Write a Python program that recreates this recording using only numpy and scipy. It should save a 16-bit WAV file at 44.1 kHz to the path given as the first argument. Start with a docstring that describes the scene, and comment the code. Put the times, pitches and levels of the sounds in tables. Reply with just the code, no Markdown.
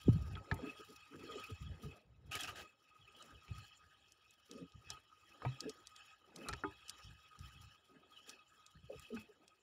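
"""A small wooden boat lies on a light swell in open water. From the start a breeze hisses through the
resonances of the microphone housing and buffets it, spray crackles, and wavelets gurgle along the side.
Trapped pockets of air soon glug, water slaps the planks and loose gear ticks against the boat. After about
two seconds a short splash patters down; then glugs, slaps and ticks go on, scattered, over the water
and the breeze. Noise, clicks through resonances and fading tones make all of these sounds."""
import sys
import numpy as np
from scipy import signal
from scipy.fft import rfft, irfft, next_fast_len
from scipy.io import wavfile

SR = 44100
rng = np.random.default_rng(int(sys.argv[2]) if len(sys.argv) > 2 else 0)


def transcribe(u):
    """Save the signal u as a 16-bit wav file named by the first command-line argument.

    u: samples, shape (n,) or (channels, n), limited to [-1, 1]; the rate is SR.
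    q: integer samples, one column per channel.
    """
    v = np.clip(np.atleast_2d(u).T, -1, 1)
    q = np.round(v * 32767).astype(np.int16)
    wavfile.write(sys.argv[1], SR, q)


N = 424241
TIME = np.arange(N) / SR   # seconds


def from_db(db):
    """Turn decibels into a gain."""
    return 10 ** (np.asarray(db) / 20)


def rms_one(x):
    """Scale a sound to unit power."""
    return x / np.sqrt(np.mean(x ** 2) + 1e-20)


def add(out, start, sound, peak_db):
    """Mix a sound in at a time in seconds, with the given peak."""
    at = max(0, round(start * SR))
    scaled = from_db(peak_db) * sound / np.abs(sound).max()
    out[at:at + len(sound)] += scaled[:N - at]


def drift(rate):
    """Smooth random wandering with a spread of 1; a higher rate wanders faster."""
    # worked out at every 20th sample, then joined by straight lines
    r = np.exp(-40 * np.pi * rate / SR)
    noise = rng.standard_normal(N // 20 + 2002)
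    slow = signal.lfilter([1], [1, -2 * r, r * r], noise)[2000:]
    return np.interp(np.arange(N) / 20, np.arange(len(slow)), rms_one(slow))


def cut(x, hz, kind, order=2):
    """Butterworth filter: keep what lies below ("low") or above ("high") a frequency."""
    safe_hz = np.clip(hz, 10, .45 * SR)
    return signal.sosfilt(signal.butter(order, safe_hz, kind, fs=SR, output="sos"), x)


def resonate(x, hz, width):
    """Pass a sound through one resonance, with unit gain at its top."""
    r = np.exp(-np.pi * width / SR)
    feed = np.array([1, 0, -1]) * (1 - r * r) / 2
    return signal.lfilter(feed, [1, -2 * r * np.cos(2 * np.pi * hz / SR), r * r], x + 1e-18)


def colour(x, points):
    """Give a steady sound a spectrum, at unit power."""
    size = next_fast_len(N)
    hz, db = np.transpose(points)
    log_hz = np.log(np.arange(size // 2 + 1) * SR / size + 1)
    gain = from_db(np.interp(log_hz, np.log(hz), db))
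    return rms_one(irfft(rfft(x, size) * gain, size)[:N])


def grains(per_s, spread_db):
    """Clicks at random moments, many small and a few large."""
    sizes = from_db(spread_db * np.minimum(rng.exponential(1, N), 4))
    return sizes * rng.choice([-1, 1], N) * (rng.random(N) < per_s / SR)


def swells(rows, rise_s, fall_s):
    """Gain that rises, holds and dies away for each (start, hold, level) row; the powers add."""
    # rise_s and fall_s are the times for a change of 20 dB
    t = TIME[::40]
    power = 0
    for start, hold, db in rows:
        before = np.maximum(start - t, 0) / rise_s
        after = np.maximum(t - start - hold, 0) / fall_s
        power = power + from_db(db - 20 * (before + after)) ** 2
    return np.interp(TIME, t, np.sqrt(power))


def far_sea():
    """The even, dull wash of the open water: noise kept between two filters."""
    dull = cut(rng.standard_normal(N), 1800, "low")
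    return from_db(-88) * rms_one(cut(dull, 500, "high"))


# strength of the steady breeze, before each layer's own gain: (time [s], level [dB])
WIND_STRENGTH = [(0.0, -58.5), (0.45, -65), (0.8, -60), (1.1, -65), (1.4, -58), (1.97, -67.5),
                 (2.08, -82.5), (2.85, -73), (3.15, -65.5), (4.0, -68), (4.42, -71), (5.1, -71),
                 (5.55, -60.5), (6.25, -72), (6.6, -63), (7.6, -66.5), (7.85, -72), (8.5, -69.5),
                 (9.62, -75)]


def wind():
    """Gain of the steady breeze, which drives the hiss, the spray and a faint rumble."""
    return from_db(np.interp(TIME, *np.transpose(WIND_STRENGTH)))


# resonances of the microphone housing: (pitch [Hz], width [Hz], level [dB])
HOUSING_MODES = [(809, 49, -15.5), (1254.8, 26.1, 2.5), (1658, 150, -13.5), (1885, 200, -19.5),
                 (2572, 59, -4), (3010, 84, -8.5), (3296, 68, -8), (3824, 95, -16), (4264, 97, -19),
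                 (4710, 170, -26), (5267, 42, -14), (5330, 310, -20), (5300, 65, -37), (6720, 82, -27),
                 (7120, 270, -23.5), (8730, 59, -25)]


def housing(x, flicker_db):
    """Hollow resonances, each swelling and fading as the flow shifts."""
    total = 0
    for k, (hz, width, db) in enumerate(HOUSING_MODES):
        strength = from_db(db + flicker_db * drift(15.4))
        total = total + (-1) ** k * resonate(x, hz, width) * strength
    return rms_one(total)


# puffs that lift the hiss and throw droplets, before each layer's own gain:
# (start [s], hold [s], hiss level [dB], spray level [dB])
WIND_PUFFS = [(0.034, 0.11, -75, -68), (0.626, 0.049, -60, -76), (0.804, 0.092, -67, -66),
              (1.24, 0.083, -57, -78), (1.33, 0.1, -52.5, -72), (1.837, 0.03, -67, -61.5),
              (2.338, 0.29, -58.5, -71), (3.196, 0.09, -64, -68), (3.51, 0.14, -59, -68.5),
              (3.727, 0.024, -65, -79), (4.512, 0.092, -63, -75), (4.903, 0.017, -54, -66.5),
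              (5.44, 0.059, -59.5, -90), (5.61, 0.07, -61.5, -76), (5.96, 0.15, -62, -77),
              (6.398, 0.19, -61, -70.5), (6.867, 0.083, -59.5, -76), (6.988, 0.091, -61.5, -89),
              (7.416, 0.057, -65, -70), (7.5, 0.23, -65, -88), (8.132, 0.045, -64.5, -71),
              (8.28, 0.048, -59, -70), (8.932, 0.14, -63, -70), (9.168, 0.027, -58.5, -66.5)]
PUFF_RISE_S, PUFF_FALL_S = 0.068, 0.1   # time to swell or fade by 20 dB


def breeze_hiss():
    """A grainy rush of air makes the housing resonances hiss."""
    rows = [(start, hold, hiss_db) for start, hold, hiss_db, _ in WIND_PUFFS]
    level = np.hypot(wind(), swells(rows, PUFF_RISE_S, PUFF_FALL_S))
    return from_db(-0.94) * level * housing(grains(12000, spread_db=2.5), flicker_db=5.0)


# eddies that buffet the microphone, before the layer's gain: (start [s], hold [s], level [dB])
WIND_EDDIES = [(0.07, 0.067, -34.5), (0.14, 0.23, -45.5), (0.53, 0.036, -47), (1.15, 0.48, -73.5),
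               (1.61, 0.12, -49), (1.85, 0.024, -52), (2.06, 0.26, -67), (2.25, 0.04, -56.5),
               (2.42, 0.2, -67), (3.0, 0.027, -67), (3.33, 0.026, -62), (3.49, 0.11, -57),
               (3.84, 0.01, -70), (4.55, 0.11, -73), (4.75, 0.018, -57.5), (4.87, 0.073, -63.5),
               (5.64, 0.036, -71), (6.49, 0.061, -54.5), (6.66, 0.023, -57.5), (7.05, 0.074, -60),
               (7.39, 0.068, -57.5), (7.54, 0.14, -63), (8.755, 0.0057, -58.5), (8.835, 0.011, -59.5),
               (8.96, 0.028, -60), (9.18, 0.046, -71)]
# spectrum of the buffeting: (frequency [Hz], level [dB per Hz])
BUFFET_SPECTRUM = [(20, -20.5), (40, -27), (60, 1), (105, 0.5), (160, -8), (240, -21), (400, -31.5),
                   (800, -64.5)]


def breeze_buffeting(rumble_db=-16.5):
    """Eddies push on the microphone in low lumps of noise, over a faint steady rumble."""
    # the rumble level is relative to the breeze
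    level = np.hypot(from_db(rumble_db) * wind(), swells(WIND_EDDIES, rise_s=0.014, fall_s=0.063))
    low_noise = cut(colour(rng.standard_normal(N), BUFFET_SPECTRUM), 700, "low")
    return from_db(2.0) * level * low_noise


def droplets(per_s, spread_db, width_hz, count=28):
    """Tiny bubbles burst, each ringing briefly at one of many pitches."""
    pitches = np.linspace(1500, 15300, count)
    return sum(resonate(grains(per_s / count, spread_db), hz, width_hz) for hz in pitches)


# spectrum of the spray: (frequency [Hz], level [dB per Hz])
SPRAY_SPECTRUM = [(700, -14.5), (1800, -2), (4000, -2.5), (6000, 1), (6400, -12.5), (7200, 0.5),
                  (8000, -16.5), (9000, -8.5), (11000, -4), (13800, -15), (15200, -5.5)]


def spray(steady_db=-11):
    """Droplets crackle in quick flurries over a faint even fizz."""
    rows = [(start, hold, spray_db) for start, hold, _, spray_db in WIND_PUFFS]
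    thrown = swells(rows, PUFF_RISE_S, PUFF_FALL_S)
    level = np.hypot(from_db(steady_db) * wind(), thrown)   # steady_db is relative to the breeze
    flurries = from_db(5.55 * drift(30))
    crackle = rms_one(droplets(4500, spread_db=2.5, width_hz=1094)) * flurries
    fizz = from_db(-10) * rng.standard_normal(N)
    return from_db(-3.0) * level * colour(crackle + fizz, SPRAY_SPECTRUM)


# waves that work along the hull, before each layer's own gain: (start [s], hold [s], level [dB])
HULL_WAVES = [(0.12, 0.44, -64.5), (0.54, 0.13, -54), (1.2, 0.21, -65), (1.72, 0.26, -66.5),
              (2.35, 0.27, -62.5), (3.2, 0.13, -66), (3.5, 0.14, -76), (4.88, 0.1, -75),
              (5.34, 0.48, -72.5), (6.38, 0.12, -59), (6.62, 0.066, -67), (6.92, 0.066, -76),
              (7.42, 0.17, -81), (7.93, 0.15, -72.5), (8.29, 0.043, -68.5), (9.12, 0.18, -72),
              (9.42, 0.033, -72.5)]


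def lap_level(calm_db=-83.5):
    """Gain of the water working along the hull; calm_db remains between waves."""
    return np.hypot(from_db(calm_db), swells(HULL_WAVES, rise_s=0.15, fall_s=0.1))


# wavelets rolling along the side: (start [s], end [s], level [dB], bubble pitch [Hz])
WAVELETS = [(0.628, 0.693, -48.5, 302), (0.794, 0.81, -51, 400), (0.891, 0.921, -57, 300),
            (1.123, 1.249, -53.5, 331), (1.28, 1.404, -54, 545), (1.497, 1.509, -50, 296),
            (1.814, 1.88, -54.5, 300), (4.507, 4.641, -53.5, 326), (5.437, 5.455, -51, 550),
            (5.631, 5.685, -44.5, 400), (6.363, 6.48, -62.5, 272), (7.906, 7.987, -69.5, 302),
            (8.902, 8.949, -54, 554), (9.111, 9.154, -53.5, 447)]
# resonances of the hollow under the side of the boat: (pitch [Hz], width [Hz], level [dB])
HOLLOW_MODES = [(164, 21, -3.5), (270, 22, -1), (443.3, 33, 3)]


def lapping(edge_s=0.016, fall_db=11.5, open_db=-8, top_hz=620, sharpness=17.2):
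    """Crowds of large bubbles gurgle along the hull; each passing wavelet makes the hollow boom."""
    pitches = np.geomspace(140, 900, 16)
    bubbles = np.array([rms_one(resonate(grains(110, spread_db=5.5), hz, hz / sharpness))
                        for hz in pitches])
    gurgle = from_db(-5.5 * np.log2(pitches / 420) ** 2) @ bubbles
    out = from_db(-1.0) * lap_level() * rms_one(cut(gurgle, 1100, "low", order=4))
    for start, end, db, centre_hz in WAVELETS:
        here = slice(round((start - .05) * SR), round((end + .05) * SR))
        # bubbles one octave from the centre pitch are weaker by fall_db
        crowd = from_db(-fall_db * np.log2(pitches / centre_hz) ** 2) @ bubbles[:, here]
        boom = from_db(open_db) * crowd   # the part heard directly
        for hz, width, mode_db in HOLLOW_MODES:
            boom = boom + from_db(mode_db) * resonate(crowd, hz, width)
        corners = [start - edge_s, start + edge_s, end - edge_s, end + 2 * edge_s]
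        swell = np.interp(TIME[here], corners, [0, 1, 1, 0])
        out[here] += from_db(db) * swell * rms_one(cut(boom, top_hz, "low", order=6))
    return out


def froth(centre_hz=1340, fall_db=5, sharpness=28.0):
    """Smaller bubbles burst in the froth of each wave, higher in pitch than its gurgle."""
    bubbles = 0
    for hz in np.geomspace(700, 2300, 12):
        gain = from_db(-fall_db * np.log2(hz / centre_hz) ** 2)   # fall_db is lost one octave away
        bubbles = bubbles + gain * resonate(grains(45, spread_db=3.0), hz, hz / sharpness)
    return from_db(-12.5) * lap_level() * rms_one(cut(bubbles, 600, "high"))


# air pockets squeezed under the hull:
# (time [s], peak level [dB], first pitch [Hz], last pitch [Hz], swell time [s])
AIR_POCKETS = [(0.0811, -16.5, 373, 120, 0.0073), (0.158, -27, 140, 161, 0.0056),
               (0.519, -29.5, 145, 113, 0.0051), (0.672, -37, 320, 275, 0.0041),
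               (1.355, -41.5, 466, 430, 0.0062), (1.515, -41.5, 119, 86, 0.012),
               (1.844, -43.5, 187, 137, 0.02), (3.508, -36, 126, 104.6, 0.0073),
               (4.525, -62, 505, 292, 0.0069), (4.611, -45.5, 192, 162, 0.013),
               (5.454, -33.5, 130, 129, 0.024), (8.898, -39.5, 558, 526, 0.0061),
               (8.929, -42.5, 540, 470, 0.0039), (9.102, -47, 494, 442, 0.0063),
               (9.118, -39.5, 238, 217, 0.027), (9.285, -56, 450, 400, 0.013)]


def glugs(rough=0.18, waver=0.048, sharpness=1.6, glide=1.1):
    """A trapped pocket swells and rings; its pitch slides, nearly always down, as water closes over it."""
    out, t = np.zeros(N), TIME[:SR // 4]
    wobble, churn = drift(61), drift(120)
    for start, db, first_hz, last_hz, swell_s in AIR_POCKETS:
        here = slice(round(start * SR), round(start * SR) + len(t))
        age = t / swell_s   # glide is counted in swell times too
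        slide = np.exp(-(age / glide) ** 2)
        hz = (last_hz + (first_hz - last_hz) * slide) * (1 + waver * wobble[here])
        envelope = (age * np.exp(1 - age)) ** sharpness * (1 + rough * churn[here])
        add(out, start, envelope * np.sin(2 * np.pi * np.cumsum(hz) / SR), db)
    return out


# ringing modes of the planks; damping shortens the fade:
# (pitch [Hz], level [dB], time to fade by 60 dB before damping [s])
PLANK_MODES = [(98, -7, 0.13), (302, -8, 0.13), (400, -8.5, 0.13), (716, -8, 0.066), (891, -11.5, 0.15),
               (971, -23, 0.18), (1090, -23, 0.14), (1269, -6.5, 0.11), (1531, -5, 0.02),
               (1973, -2.5, 0.013), (2302, -12, 0.097), (3090, -13.5, 0.027), (4120, -5, 0.013)]
# slaps on the planks; the crack level is taken before the final mix:
# (time [s], peak level [dB], pitch of the smack [Hz], top edge [Hz], wet crack level [dB])
WATER_SLAPS = [(0.3536, -43, 3340, 4400, -1), (0.369, -43, 1400, 2240, -26),
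               (0.5135, -26.5, 1690, 4330, -4.5), (2.353, -30, 2230, 12000, 7.5),
               (2.481, -39.5, 1340, 4000, -22), (3.481, -51.5, 2640, 6000, -3),
               (4.905, -52, 745, 1510, -22), (5.4197, -41, 1110, 3020, -6), (5.45, -31.5, 730, 2520, 4),
               (6.486, -30, 4300, 11600, 13.5), (6.4893, -32, 1380, 7140, 2.5), (6.529, -35, 1950, 6100, 4),
               (6.535, -32.5, 1640, 6300, 10.5), (6.6368, -30, 1400, 1800, -8),
               (9.166, -44.5, 1500, 4500, -11)]


def slaps(travel_s=0.0014, patter_s=0.0051, patter=0.12, crack_s=0.062, detune=0.03,
          smack=0.675, wet_damping=0.72, pop=1.45, pop_cycles=2.1):
    """A sheet of water hits the planks; bending waves bring the treble first and the bass later."""
    out, t = np.zeros(N), TIME[:SR // 4]
    for start, db, smack_hz, top_hz, crack_db in WATER_SLAPS:
        body = 0
        damping = 0.67 + wet_damping * from_db(crack_db)   # a wetter blow deadens the planks
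        chances = rng.standard_normal((len(PLANK_MODES), 2))
        for (hz, mode_db, fade_s), (strength, load) in zip(PLANK_MODES, chances):
            age = np.maximum(t - travel_s * (np.sqrt(4500 / hz) - 1), 0)
            envelope = from_db(mode_db + 1.27 * strength - 60 * damping * age / fade_s)
            # the water pressing on the planks shifts their modes a little at every blow
            body = body + envelope * np.sin(2 * np.pi * hz * (1 + detune * load) * age)
        # one sharp push, then a noisy patter that dies away
        push = (t == 0) + patter * rng.standard_normal(len(t)) * np.exp(-t / patter_s)
        knock = signal.fftconvolve(body, push)[:len(t)]
        # air caught between water and wood gives each smack its own pitch
        air = rms_one(resonate(knock, smack_hz, 0.12 * smack_hz))
        knock = knock + smack * knock.std() * air
        crack_fade = from_db(crack_db - 60 * damping * t / crack_s)
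        crack = cut(rng.standard_normal(len(t)), 1150, "high") * crack_fade
        # the first contact pops at once, before the planks answer
        contact = pop * np.sin(2 * np.pi * smack_hz * t) * np.exp(-smack_hz * t / pop_cycles)
        blow = knock / np.abs(knock).max() + contact + .5 * crack
        add(out, start, cut(blow, top_hz, "low", order=4), db)
    return out


# gear ticking against the boat: (time [s], peak level [dB], centre pitch [Hz])
GEAR_TICKS = [(0.543, -45, 12200), (2.408, -33.5, 7500), (2.4339, -34, 5270), (3.2249, -44, 6200),
              (4.121, -47.5, 6680), (4.3084, -51.5, 6600), (4.5132, -40, 5280), (4.721, -54.5, 3830),
              (4.903, -31.5, 5070), (5.606, -28.5, 5070), (5.695, -39, 5540), (5.8712, -37, 5400),
              (5.963, -45.5, 5250), (6.3607, -41, 5600), (6.8823, -45, 7040), (6.8954, -32, 6100),
              (7.3906, -47.5, 6300), (8.294, -39.5, 5300), (8.3, -41.5, 5370), (8.6642, -47, 4720),
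              (8.9957, -45.5, 9200), (9.4793, -48, 4850)]


def ticks(snap_s=0.00077, ring_s=0.0052, ring_db=-12, bounce_s=0.0017, bounce_db=-8,
          brush_s=0.0037, brush_db=-25):
    """Small hard contacts: noise bursts form a light brush, a snap, a quick rebound and a short ring."""
    out, t = np.zeros(N), TIME[:SR // 20] - .01   # the brush comes just before time zero
    for contact_s, db, hz in GEAR_TICKS:
        first, second, tail = rng.standard_normal((3, len(t)))
        snap = first * (t > 0) * np.exp(-np.abs(t) / snap_s)
        rebound_fade = (t > bounce_s) * np.exp(-np.abs(t - bounce_s) / snap_s)
        rebound = from_db(bounce_db) * second * rebound_fade
        ring_fade = from_db(ring_db) * np.exp(-t / ring_s)
        brush_rise = from_db(brush_db) * np.exp(t / brush_s)
        brush_and_ring = tail * np.where(t > 0, ring_fade, brush_rise)
        tick = resonate(snap + rebound + brush_and_ring, hz, 1.07 * hz)
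        tick = cut(cut(tick, 3100, "high"), 1.21 * hz, "low")
        add(out, contact_s + t[0], tick, db)
    return out


# surges of the splash, before each part's own gain: (start [s], hold [s], level [dB])
SPLASH_SURGES = [(2.315, 0.057, -37), (2.392, 0.058, -38), (2.476, 0.02, -38.5), (2.558, 0.06, -43.5)]
# spectrum of the spatter: (frequency [Hz], level [dB per Hz])
SPATTER_SPECTRUM = [(300, -20), (750, 17), (1020, -18), (1650, 7), (2200, -5.5), (4200, -6.5), (7200, -8.5),
                    (8200, -16.5), (12000, -13.5), (14000, -30), (15300, -13)]
# a thin squirt within the splash: (time [s], pitch [Hz])
SQUIRT_PITCH = [(2.317, 2600), (2.352, 3063), (2.378, 2450), (2.395, 3270), (2.43, 3270), (2.448, 2555),
                (2.5, 2960)]


def splash():
    """Thrown water patters down close by; a thin squirt wanders in pitch and the housing rings along."""
    level = swells(SPLASH_SURGES, rise_s=0.004, fall_s=0.033)
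    spatter = colour(droplets(4000, spread_db=1.0, width_hz=620), SPATTER_SPECTRUM)
    spatter = from_db(-14) * cut(spatter, 230, "high")
    pitch = np.interp(TIME, *np.transpose(SQUIRT_PITCH))
    squirt = rms_one(drift(190) * np.sin(2 * np.pi * np.cumsum(pitch) / SR))
    # the squirt stands out most while the flow is at its strongest
    squirt = from_db(-11.5) * squirt * level / level.max()
    ringing = from_db(-14) * housing(grains(4000, spread_db=8.5), flicker_db=1.0)
    return level * (spatter + squirt + ringing)


def scene():
    """Open water: every layer is added dry, without echoes."""
    air = breeze_hiss() + breeze_buffeting() + spray()
    water = far_sea() + lapping() + froth() + glugs() + splash()
    return (air + water + slaps() + ticks())[None]


def record(dry):
    """The microphone loses the deepest bass; the top is cut steeply above 15600 Hz."""
    steep = signal.ellip(10, .1, 70, 15600, fs=SR, output="sos")
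    return signal.sosfilt(steep, cut(dry, 28, "high"))


dry = scene()
out = record(dry)
transcribe(out)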